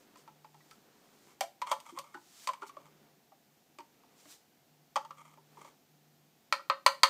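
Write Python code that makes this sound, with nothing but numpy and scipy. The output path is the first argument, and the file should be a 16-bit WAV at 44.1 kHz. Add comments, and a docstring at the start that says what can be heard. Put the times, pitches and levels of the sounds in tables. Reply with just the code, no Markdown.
"""In a small kitchen, a metal spoon scoops ground coffee out of a hand-held plastic container into a filter basket.
The spoon knocks (struck shell modes) and scrapes (stick-slip) the walls while sleeves rustle (fibre friction);
grounds hiss as dense random grains, most clearly in two soft pours, and four hard taps on the rim come last.
Now and then the container bumps the coffee machine (two low damped modes).
A faint hum (a wandering sine) comes and goes over steady room air (coloured noise)."""
import sys
import numpy as np
from scipy import signal
from scipy.fft import rfft, irfft, next_fast_len
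from scipy.io import wavfile
from scipy.ndimage import uniform_filter1d

SR = 44100
rng = np.random.default_rng(int(sys.argv[2]) if len(sys.argv) > 2 else 0)


def digitize_waveform(pressure):
    """Quantize a signal to 16-bit integers and store it at the path in sys.argv[1].

    Rows of a 2-D input are taken as channels; values are limited to [-1, 1].
    """
    field = np.atleast_2d(pressure).T
    bounded = np.clip(field, -1, 1)
    quanta = np.round(bounded * 32767).astype(np.int16)
    wavfile.write(sys.argv[1], SR, quanta)


N = 312669


def undb(db):
    """Amplitude ratio: decibels to gain."""
    return 10 ** (np.asarray(db) / 20)


def unit(x):
    """Normalisation: scale to rms 1."""
    return x / np.sqrt(np.mean(x ** 2))


def on_log(hz, points):
    """Logarithmic frequency axis: interpolate (Hz, value) points along it."""
    f, value = np.transpose(points)
    return np.interp(np.log(hz + 1), np.log(f), value)


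def hump(hz, centre, octaves):
    """Spectral emphasis: a bell curve on a log-frequency axis."""
    return np.exp(-(np.log2((hz + 1) / centre) / octaves) ** 2)


def colour(x, db_at):
    """Minimum-phase filtering: a causal filter whose gain in dB is a function of frequency."""
    n = 2 * next_fast_len(len(x))
    log_gain = np.log(undb(db_at(np.fft.rfftfreq(n, 1 / SR))))
    # folding the cepstrum onto positive times makes the response causal
    cepstrum = irfft(log_gain)
    cepstrum[1:n // 2] *= 2
    cepstrum[n // 2 + 1:] = 0
    response = np.exp(rfft(cepstrum))
    return irfft(rfft(x, n) * response)[:len(x)]


def shaped(x, points):
    """Spectral shaping: colour a sound by (Hz, dB) points."""
    return colour(x, lambda hz: on_log(hz, points))


def resonate(x, peaks):
    """Resonance: pass a sound through (Hz, width Hz, dB) peaks; the small shell radiates little bass."""
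    def power(hz):
        return sum(undb(db) ** 2 / (1 + ((hz - f * f / hz) / width) ** 2) ** 2 for f, width, db in peaks)
    return colour(x, lambda hz: 10 * np.log10(power(hz + 1) + 1e-12))


def fade(t, t60):
    """Free damping: exponential decay, 60 dB in t60."""
    return np.exp(-np.log(1000) * t / t60)


def swell(start, length, db, attack, release):
    """Envelope: attack, hold, release; attack and release are the times for 20 dB."""
    t = np.arange(N) / SR - start
    outside = np.maximum(-t, 0) / attack + np.maximum(t - length, 0) / release
    return undb(db - 20 * np.minimum(outside, 10))


def grains(per_s, spread_db):
    """Random impulse process: clicks whose sizes scatter more widely as spread_db grows."""
    size = rng.standard_normal(N) * undb(spread_db * rng.exponential(size=N))
    return size * (rng.random(N) < per_s / SR)


def add(track, s, sound):
    """Superposition: mix a sound in at time s."""
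    i = max(int(s * SR), 0)
    track[i:i + len(sound)] += sound[:N - i]


# Spectrum of the room air: frequency_hz, relative_density_db
AIR_SPECTRUM = [(18, -62), (30, -37.5), (105, -21), (130, -16), (148, -6.5), (177, -12.5), (230, -9),
                (639, -19), (691, -12), (1050, -23), (1400, -23.5), (6720, -26.5), (9940, -33),
                (14300, -26.5), (15500, -30)]
# Swells of the faint hum: start_s, length_s, level_db
HUM_SWELLS = [(0.311, 0.2849, -70), (1.94, 0.08225, -73), (2.85, 0.2099, -71.5), (4.71, 0.1383, -73.5),
              (5.14, 0.4737, -69.5), (5.942, 0.322, -71.5)]


def background():
    """Frequency modulation and filtered noise: a slightly wandering hum swells and fades over steady air."""
    hum_hz, wander_hz, air_db = 150.29, 0.71854, -68
    drift = unit(uniform_filter1d(rng.standard_normal(N), SR // 3))
    phase = 2 * np.pi * np.cumsum(hum_hz + wander_hz * drift) / SR
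    hum = np.sqrt(2) * np.sin(phase)
    strength = sum(swell(s, length, db, attack=0.15, release=.25) for s, length, db in HUM_SWELLS)
    air = unit(shaped(rng.standard_normal(N), AIR_SPECTRUM))
    return strength * hum + undb(air_db) * air


# Room decay by frequency: frequency_hz, t60_s
ROOM_DECAY = [(200, 0.42513), (600, 0.2637), (1300, 0.23414), (4000, 0.25275), (8000, 0.24085),
              (14000, 0.27)]
# Two early reflections from nearby surfaces: delay_s, level_db
REFLECTIONS = [(.0042, -36), (.0098, -17)]


def kitchen(x, wet_db, build_s):
    """Room reverberation: direct sound, early reflections and a short diffuse tail whose bass lasts longest."""
    t = np.arange(SR // 2) / SR
    noise, hz = rfft(rng.standard_normal(len(t))), np.fft.rfftfreq(len(t), 1 / SR)
    centres, t60s = np.transpose(ROOM_DECAY)
    # overlapping bands of one noise, each with its own decay
    tail = sum(irfft(noise * on_log(hz, np.c_[centres, share])) * fade(t, t60)
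               for share, t60 in zip(np.eye(len(t60s)), t60s))
    response = undb(wet_db) * tail * (1 - np.exp(-(t / build_s) ** 2))
    response[0] += 1  # direct sound
    for delay, db in REFLECTIONS:
        response[int(delay * SR)] += undb(db)
    return signal.fftconvolve(x, response)[:N]


# Sleeves brushing as the arms move: start_s, length_s, level_db
ARM_MOVES = [(0, 0.1982, -67.5), (0.254, 0.2123, -75), (0.703, 0.646, -68.5), (2.744, 0.34915, -68.5),
             (3.936, 0.3953, -72.5), (5.552, 0.14635, -66)]
# Spectrum of rubbed cloth: frequency_hz, relative_level_db
CLOTH_SPECTRUM = [(100, -18.5), (220, -1), (400, 0), (700, -8.5), (1200, -9), (2400, -15), (5000, -20.5),
                  (10000, -30.5), (15000, -25.5)]


def sleeves():
    """Fibre friction: many small random contacts rub in a dull rustle while the arms move."""
    motion = sum(swell(s, length, db, attack=0.2451, release=0.14134) for s, length, db in ARM_MOVES)
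    rustle = unit(shaped(grains(per_s=7000, spread_db=2.0), CLOTH_SPECTRUM))
    return rustle * motion


# Dull bumps on the machine and its basket: start_s, level_db (upper mode before build-up and decay), pitch_hz
MACHINE_BUMPS = [(1.412, -46, 442.5), (1.716, -50, 400.4), (1.924, -38, 339.4), (2.146, -38.5, 356.4),
                 (2.622, -38, 393.2), (2.768, -50, 373.9), (3.788, -42, 363.2), (4.256, -52, 288.2),
                 (4.961, -47, 243.6), (5.38, -54, 390.3), (5.579, -47.5, 366.5)]


def bumps():
    """Modal excitation: soft contacts slowly build up two low, quickly damped modes of the machine's housing."""
    out, t = np.zeros(N), np.arange(SR // 4) / SR
    envelope = fade(t, 0.07916) * (1 - np.exp(-t / 0.0084))
    for s, db, hz in MACHINE_BUMPS:
        upper_mode = np.sin(2 * np.pi * hz * t)
        lower_mode = undb(-6.5) * np.sin(2 * np.pi * hz * 0.815 * t)
        add(out, s, undb(db) * (upper_mode + lower_mode) * envelope)
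    return out


# Slides of grounds that gather and run out: fullest_s, level_db, gather_s (time to rise 20 dB);
# a negative gather_s means already sliding, a little stronger before that time
SLIDES = [(.02, -74, -5.61), (.172, -64, 0.0028), (0.651, -81, 0.9188), (.72, -70.5, 0.1544),
          (1.31, -68.5, 0.8538), (1.9, -66, 0.2368), (2.44, -55, 0.3001), (4.2, -65, 0.0818),
          (4.314, -54, 0.0849), (5.61, -69.5, 0.1862), (5.66, -69, 0.0188)]
# Grounds thrown against the wall by a knock: start_s, level_db
SPILLS = [(1.422, -52.5), (1.735, -73), (2.668, -58)]
# Spectrum of the sliding grounds: frequency_hz, relative_level_db
POUR_SPECTRUM = [(300, -26), (1000, -3.5), (2500, -3), (4500, 0), (7500, 0.5), (10000, -7), (15000, -10)]


def pour():
    """Granular flow: thousands of tiny grains land as a soft hiss, or jump all at once after a knock."""
    sliding = sum(swell(s, 0.0069, db, gather, release=0.07864) for s, db, gather in SLIDES)
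    thrown = sum(swell(s, 0.01615, db, attack=.005, release=0.0226) for s, db in SPILLS)
    hiss = unit(shaped(grains(per_s=27000, spread_db=0.0), POUR_SPECTRUM))
    return hiss * (sliding + thrown)


# Strokes of the spoon through the grounds along the wall: start_s, length_s, level_db
STROKES = [(.92, 0.2613, -79), (1.28, 0.05443, -68.5), (1.678, 0.0542, -44), (1.859, 0.04768, -54),
           (1.962, 0.02403, -51.5), (2.041, 0.1058, -65), (2.614, 0.0507, -56), (2.74, 0.1412, -67.5),
           (4.022, 0.214, -84.5), (5.174, 0.04373, -56), (5.251, 0.02989, -59), (5.298, 0.05036, -67),
           (5.58, 0.04416, -58.5), (5.652, 0.0359, -57.5)]
# Wall resonances under the dragging spoon: frequency_hz, width_hz, relative_level_db
RUBBED_WALL = [(580, 150, -12), (920, 170, -3), (1180, 190, 0), (2200, 380, -10), (3200, 500, -17),
               (7000, 4000, -23)]


def scrape():
    """Stick-slip friction: the spoon's edge catches and slips in uneven spurts that drive the pressed wall."""
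    spurts = unit(uniform_filter1d(rng.standard_normal(N), size=SR // 80))
    slips = grains(per_s=1800, spread_db=2.2) * undb(3.3 * spurts)
    pressure = sum(swell(s, length, db, attack=0.01915, release=0.025054) for s, length, db in STROKES)
    return unit(resonate(slips, RUBBED_WALL)) * pressure


def attack_rms(x):
    """Onset strength: rms of the first 12 ms."""
    return np.sqrt(np.mean(x[:int(.012 * SR)] ** 2))


def contact(t, spread_s, chatter_db, chatter_t60):
    """Dispersion: one blow as bending waves, treble first, with a brief chatter of metal on plastic."""
    hz = np.fft.rfftfreq(len(t), 1 / SR)
    # bending waves travel as the root of frequency; spread_s is their lag at 1 kHz
    pulse = irfft(np.exp(-4j * np.pi * spread_s * np.sqrt(1000 * hz)), len(t))
    chatter = shaped(rng.standard_normal(len(t)) * fade(t, chatter_t60), [(1000, -6.5), (6000, -3.5)])
    return pulse + undb(chatter_db) * chatter / np.sqrt(np.sum(chatter ** 2))


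# Ringing modes of container and spoon: frequency_hz, relative_level_db, t60_s (at damping 1)
RING_MODES = [(546, -14, .19), (610, -18, .08), (790, -17, .05), (856, -14, .1), (911, -15, .1),
              (1015, -6, .13), (1070, -4, .05), (1135, -7, .08), (1246, -6, .1), (1315, -11, .08),
              (1364, -10, .13), (1533, -21, .17), (1783, -22, .15), (1832, -20, .16), (1908, -19, .14),
              (2081, -19, .13), (2219, -19, .11), (2339, -18, .09), (2740, -27, .13), (3230, -19, .07),
              (3610, -22, .13), (3710, -24, .13), (3808, -24, .14), (4168, -20, .11), (4320, -16, .07),
              (4378, -13, .11), (4608, -17, .08), (4700, -18, .07), (6280, -25, .12)]


def ring(t, damping, scatter_db, detune):
    """Modal synthesis: decaying modes whose sizes and pitches vary a little at random from blow to blow."""
    total = np.zeros(len(t))
    for hz, db, t60 in RING_MODES:
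        size_chance, pitch_chance = rng.standard_normal(2)
        tone = np.sin(2 * np.pi * hz * (1 + detune * pitch_chance) * t)
        total += undb(db + scatter_db * size_chance) * fade(t * damping, t60) * tone
    return total


# Broad, quickly damped resonances of the plastic shell: frequency_hz, width_hz, relative_level_db
SHELL_PEAKS = [(580, 90, -10), (870, 130, -6), (1050, 150, 0), (1180, 150, -1), (1310, 100, -1),
               (1900, 220, -12), (2300, 420, -11), (3250, 330, -15), (3700, 220, -16), (4800, 600, -15),
               (5700, 400, -20), (6400, 800, -19), (7500, 500, -22), (8600, 900, -23), (12000, 4500, -33)]
# The spoon's own clink: frequency_hz, width_hz
SPOON_PEAK = (4409.8, 625.2)
# Broad noise burst that sounds with each blow: frequency_hz, relative_level_db
BURST_SPECTRUM = [(100, -42.5), (400, -25.5), (600, 2.5), (1100, -5.5), (1600, 1), (2300, -10.5),
                  (2900, 2.5), (4500, -11.5), (5500, -6.5), (8000, -9.5), (10500, -17.5), (15000, -24.5)]


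def blows(table, damping, detune, ring_db, spread_s, chatter_db, chatter_t60, burst_db, burst_t60,
          spot_db, spot_ring_db, spot_t60, spoon_db, flex_hz, clack_hz, clack_db, clack_share, thump_db):
    """Impact excitation: each blow rings the shell under a noise burst; spot and contact hardness colour it."""
    out, t = np.zeros(N), np.arange(SR // 4) / SR
    # standing waves build up once the pulse has gone round the walls
    build_up = 1 - np.exp(-t / .005)
    peaks = SHELL_PEAKS + [(*SPOON_PEAK, spoon_db), (350, 350, thump_db)]
    for s, db, spot_hz, flex_db, hardness_db in table:
        shell = resonate(contact(t, spread_s, chatter_db, chatter_t60), peaks)
        modes = ring(t, damping, scatter_db=2.5, detune=detune) * build_up
        spot_mode = np.sin(2 * np.pi * spot_hz * t) * fade(t, spot_t60) * build_up
        burst = shaped(rng.standard_normal(len(t)) * fade(t, burst_t60), BURST_SPECTRUM)
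        parts = [(shell, 0), (modes, ring_db), (spot_mode, spot_ring_db), (burst, burst_db)]
        hit = sum(undb(part_db) * part / attack_rms(part) for part, part_db in parts)

        def contact_colour_db(hz):
            """Contact stiffness: the spot favours one region; hard contact raises clack and treble."""
            spot = spot_db * hump(hz, spot_hz, octaves=.3)
            flex = flex_db * hump(hz, flex_hz, octaves=.3)
            clack = (clack_db + clack_share * hardness_db) * hump(hz, clack_hz, octaves=0.5867)
            treble = hardness_db * on_log(hz, [(2400, 0.10044), (5000, 0.813), (12000, 1.152)])
            return spot + flex + clack + treble

        hit = colour(hit, contact_colour_db)
        add(out, s, hit * undb(db) / attack_rms(hit))
    return out


# Spoon against the inside walls: start_s, level_db (rms of first 12 ms), spot_hz (favoured by the struck spot),
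# flex_db (wall flexing), hardness_db (hardness of the contact)
KNOCKS = [(.157, -57.5, 1027, 10.5, 6.5), (.277, -52, 856.6, 8, -9), (.445, -52.5, 855.3, 3.5, -7),
          (.544, -59, 832.5, 5.5, -7), (.604, -65.5, 1950, 2.5, -20.5), (.711, -55, 1314, -6, 8.5),
          (1.408, -29, 774.9, 11, 9), (1.419, -44, 599.7, -3.5, -10.5), (1.434, -43, 688.5, 17, -0.5),
          (1.617, -32, 988.6, 4, -1), (1.671, -42, 1044, -5.5, -1), (1.715, -26.5, 1040, 12.5, 7.5),
          (1.726, -32.5, 868.7, 12.5, -14), (1.802, -54, 979.6, 5.5, 17), (1.974, -39.5, 1065, 10.5, -25),
          (1.988, -40, 1115, 18.5, 17.5), (2.144, -46, 1483, 1.5, -1.5), (2.15, -49.5, 834.3, -3.5, -14),
          (2.172, -53.5, 873, 1.5, -10.5), (2.473, -33, 1042, 5.5, 8.5), (2.489, -29, 1012, 18, -3),
          (2.534, -44.5, 977.1, -2.5, 2), (2.62, -42, 1403, 0, -9), (2.631, -44.5, 890.1, -2.5, -8),
          (2.694, -49.5, 1110, 9.5, 4.5), (2.768, -45, 1152, 18.5, -11.5), (3.32, -58, 785.9, 15, -20),
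          (3.786, -48, 938.1, 3, -1.5), (3.804, -51.5, 910, 7, -6), (4.035, -65, 875.4, 4, -1.5),
          (4.255, -61.5, 626.5, -7.5, -7), (4.958, -29, 1181, 0.5, -3), (4.963, -28, 879.6, 6.5, -5.5),
          (5.049, -47, 902, 10.5, -4.5), (5.107, -44.5, 1174, 6.5, -5.5), (5.374, -59, 911.2, 9.5, -18),
          (5.571, -53.5, 921.5, -4.5, -24), (5.647, -53.5, 915.3, 18.5, 4), (6.594, -45.5, 1369, -11, -31)]


def knocks():
    """Contact damping: a spoon that stays against the wall shortens the ringing."""
    return blows(KNOCKS, damping=1.646, detune=0.017473, ring_db=-10, spread_s=0.0010128,
                 chatter_db=9.5, chatter_t60=0.027125, burst_db=-7.5, burst_t60=0.067,
                 spot_db=12.0, spot_ring_db=-7.5, spot_t60=0.052835, spoon_db=-17.0, flex_hz=589.21,
                 clack_hz=2396.2, clack_db=4.5, clack_share=0.52, thump_db=-21.5)


# Spoon struck hard on the rim: start_s, level_db (rms of first 12 ms), spot_hz (favoured by the struck spot),
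# flex_db (wall flexing), hardness_db (hardness of the contact)
RIM_TAPS = [(6.525, -23.5, 1300, 1.5, -4), (6.699, -22.5, 1246, -0.5, -18.5), (6.863, -15.5, 1015, 2, 0.5),
            (7.033, -14.5, 1060, 1.5, -0.5)]


def taps():
    """Free vibration: a spoon that bounces off the rim lets both spoon and container ring."""
    return blows(RIM_TAPS, damping=1.0, detune=0.003815, ring_db=-12, spread_s=0.0011315,
                 chatter_db=6.0, chatter_t60=0.02829, burst_db=-13, burst_t60=0.089,
                 spot_db=3.5, spot_ring_db=-22, spot_t60=0.03, spoon_db=-8.0, flex_hz=531.5,
                 clack_hz=1995, clack_db=3.3224, clack_share=0.2744, thump_db=-28)


def scene():
    """Superposition: spoon, container, grounds and sleeves sound in the room, over its air and hum."""
    sources = sleeves() + bumps() + pour() + scrape() + knocks() + taps()
    return (background() + kitchen(sources, wet_db=-40, build_s=0.00854))[None]


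def record(dry):
    """Band limiting: a steep elliptic low-pass removes the treble above 15.5 kHz."""
    return signal.sosfilt(signal.ellip(10, .2, 80, 15500, fs=SR, output="sos"), dry)


dry = scene()
out = record(dry)
digitize_waveform(out)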